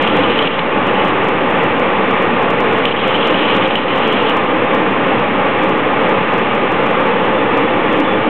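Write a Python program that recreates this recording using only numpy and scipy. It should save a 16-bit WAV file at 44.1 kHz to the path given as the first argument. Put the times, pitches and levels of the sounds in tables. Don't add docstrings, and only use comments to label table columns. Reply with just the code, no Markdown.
import sys
import numpy as np
from scipy import signal
from scipy.fft import rfft, irfft
from scipy.io import wavfile
from scipy.ndimage import uniform_filter1d, minimum_filter1d

SR = 44100
rng = np.random.default_rng(int(sys.argv[2]) if len(sys.argv) > 2 else 0)


def transcribe(signal):
    frames = np.atleast_2d(signal).T
    limited = np.clip(frames, -1, 1)
    pcm = np.round(limited * 32767).astype(np.int16)
    wavfile.write(sys.argv[1], SR, pcm)


N = 365588
TIME = np.arange(N) / SR
FREQ = np.maximum(np.arange(N // 2 + 1) * SR / N, 1)

# frequency in Hz, relative level in dB.
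FLAME_TONE = [(30, -31.5), (55, -26.5), (105, -6), (180, 0), (330, -4.3), (560, -3.6), (660, -1.8),
              (1150, -4.2), (1400, -9.4), (2300, -7.9), (3000, -11.3), (4200, -7), (6000, -30)]
# frequency in Hz, width in Hz, boost or cut in dB.
ROOM_NOTES = [(91, 11, -5.7), (131, 8, 2.7), (147, 17, -7.2), (195, 15, 3.0), (235, 37, 3.2),
              (277, 19, 6.4), (315, 26, 7.8), (386, 33, 6.9), (409, 15, -5.7), (436, 15, 5.9),
              (472, 71, 7.0), (528, 52, 7.3), (590, 26, 2.8), (636, 31, -4.0), (709, 17, -4.8),
              (824, 49, 4.8), (871, 20, 6.1), (904, 12, 2.5), (948, 8, -4.3), (1054, 44, 5.0),
              (1140, 26, 4.3), (1172, 11, 3.9), (1211, 39, 5.5), (1256, 30, 4.2), (1352, 23, 7.2),
              (1464, 30, 6.1), (1593, 36, 2.7), (1755, 34, 3.7), (1863, 77, 3.3), (2283, 30, 1.4)]
# middle in seconds, length in seconds, boom change in dB, hollow note change in dB.
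ROAR_SWELLS = [(0.216, 0.28, 8.5, 0.5), (1.294, 1.46, 3.5, 0.5), (3.35, 1.1, 4, -0.5), (4.758, .9, 4.5, 0),
               (7.416, 0.89, 0.5, 2.5), (8.055, 1.5, 7, .5)]
# frequency in Hz, width in Hz, relative level in dB.
PIPE_NOTES = [(2480, 200, -10), (2770, 150, -7), (3015, 100, -1), (3135, 110, -2), (3330, 170, -4),
              (3500, 130, -4), (3980, 350, -1.5)]
# start in seconds, end in seconds, level in dB.
SCRAPE_STROKES = [(0, 0.475, -17.7), (0.497, 0.594, -20), (0.855, 1.117, -24.5), (2.693, 2.847, -24.5),
                  (2.862, 2.933, -14.5), (2.958, 3.59, -16), (3.602, 3.848, -17), (3.873, 4.326, -18)]
# start in seconds, ring level in dB, crack peak in dB.
PIPE_CATCHES = [(0.0714, -3.5, -12), (0.388, -2.5, -12), (0.423, -4.5, -17), (0.4712, 0, 8),
                (0.5908, -1, 6.5), (2.853, 2, -17), (2.922, -8.5, 5.5), (3.265, -7.5, -17),
                (3.545, -7, -12), (3.653, -7, 5.5), (3.7541, -1.5, 6.5), (3.903, -7, -1),
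                (4.2648, -10.5, -18), (4.3213, -9, -14)]
# start in seconds, length in seconds, middle pitch in Hz, pitch slide in Hz, level in dB.
PIPE_CHIRPS = [(.87, .23, 2970, 40, -27.5), (4.39, .09, 3600, 0, -29), (4.62, .16, 3620, 0, -32),
               (7.34, .1, 3570, 180, -26.5), (7.63, .06, 3410, 0, -27.5), (8.045, .125, 3465, -130, -24)]
# frequency in Hz, gain in dB.
CAMERA_TONE = [(2800, 0), (3450, -8), (4000, -26), (4400, -43), (4700, -70), (5200, -110)]


def furnace(level_db=-12.5, flutter_db=0.42, throb_db=0.83):
    flame = rng.standard_normal(N) * undb(flutter_db * wander(per_second=14))
    room_db = sum(db * abs(resonance(hz, width)) ** 2 for hz, width, db in ROOM_NOTES)
    roar = unit(filtered(flame, undb(spectrum_db(FLAME_TONE) + room_db)))
    boom_db, hollow_db = -1.0, -0.42
    for middle, length, boom_change, hollow_change in ROAR_SWELLS:
        swell = np.cos(np.pi * np.clip((TIME - middle) / length, -.5, .5)) ** 2
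        boom_db += boom_change * swell
        hollow_db += hollow_change * swell
    boom, hollow = resonance(hz=305, width_hz=30), resonance(hz=500, width_hz=100)
    for note, swell_db in (boom, boom_db), (hollow, hollow_db):
        gain = undb(swell_db + throb_db * wander(per_second=9))
        roar += filtered(roar, note) * (gain - 1)
    return roar * undb(level_db)


def ring_pipe(force):
    response = sum((-1) ** k * undb(db) * resonance(hz, width)
                   for k, (hz, width, db) in enumerate(PIPE_NOTES))
    return filtered(force, response)


def slips(per_second):
    return (rng.random(N) < per_second / SR) * rng.uniform(-1, 1, N)


def pipe_scrapes(chatter_db=3.0, bite_s=0.011, let_go_s=0.007):
    force = slips(per_second=3200) * undb(chatter_db * np.tanh(wander(per_second=120)))
    pressure = np.zeros(N)
    for start, end, db in SCRAPE_STROKES:
        bite = np.clip((TIME - start) / bite_s, 0, 1)
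        let_go = np.clip((end - TIME) / let_go_s, 0, 1)
        pressure += undb(db) * bite * let_go
    return unit(ring_pipe(force)) * pressure


def pipe_ticks(fade_s=0.0037):
    shake, snaps = np.zeros((2, N))
    for start_s, ring_db, crack_db in PIPE_CATCHES:
        start = int(start_s * SR)
        shake[start:] += undb(ring_db) * np.exp(-TIME[:N - start] / fade_s)
        snaps[start] = undb(crack_db)
    force = slips(per_second=8000)
    ring = ring_pipe(force * shake) / np.std(ring_pipe(force))
    crack_tone = resonance(hz=9000, width_hz=2500) ** 2
    crack_peak = abs(filtered(signal.unit_impulse(N), crack_tone)).max()
    return ring + filtered(snaps, crack_tone) / crack_peak


def pipe_chirps(waver_hz=35, rough_db=3):
    waver = waver_hz * wander(per_second=150)
    grip = undb(rough_db * wander(per_second=150))
    chirps = np.zeros(N)
    for start, length, hz, slide_hz, db in PIPE_CHIRPS:
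        progress = np.clip((TIME - start) / length, 0, 1)
        pitch = hz + slide_hz * (progress - .5) + waver
        squeak = unit(grip * np.sin(2 * np.pi * np.cumsum(pitch) / SR))
        swell = np.sqrt(np.sin(np.pi * progress))
        chirps += undb(db) * swell * squeak
    return chirps


def gain_control(x, above_db=3, strength=0.47, hold_s=0.096, recover_s=0.098):
    wanted = np.maximum(abs(x) / undb(above_db), 1) ** -strength
    hold, recover = int(hold_s * SR), int(recover_s * SR)
    held = minimum_filter1d(wanted, hold, origin=(hold - 1) // 2, mode="nearest")
    recovering = uniform_filter1d(held, recover, origin=(recover - 1) // 2, mode="nearest")
    return x * np.minimum(held, recovering)


def limiter(x, above=.68, strength=.6, samples=133):
    wanted = np.maximum(abs(x) / above, 1) ** -strength
    return x * uniform_filter1d(minimum_filter1d(wanted, samples), samples)


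def undb(db):
    return 10 ** (np.asarray(db) / 20)


def unit(x):
    return x / np.sqrt(np.mean(x ** 2))


def spectrum_db(points):
    hz, db = np.transpose(points)
    return np.interp(np.log(FREQ), np.log(hz), db)


def resonance(hz, width_hz):
    return 1 / (1 + 1j * (FREQ ** 2 - hz ** 2) / (FREQ * width_hz))


def filtered(x, response):
    return irfft(rfft(x) * response, N)


def wander(per_second):
    step = int(SR / per_second)
    steps = np.repeat(rng.standard_normal(N // step + 1), step)
    return unit(uniform_filter1d(uniform_filter1d(steps, step), step)[:N])


def scene():
    return (furnace() + pipe_scrapes() + pipe_ticks() + pipe_chirps())[None]


def record(dry, ceiling=.71, off_centre=.041, top_hz=15800):
    dipped = gain_control(dry)
    dulled = filtered(dipped, undb(spectrum_db(CAMERA_TONE)))
    flattened = np.clip(limiter(dulled) + off_centre, -ceiling, ceiling)
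    low_pass = signal.ellip(8, .2, 70, top_hz, fs=SR, output="sos")
    return signal.sosfilt(low_pass, flattened)


dry = scene()
out = record(dry)
transcribe(out)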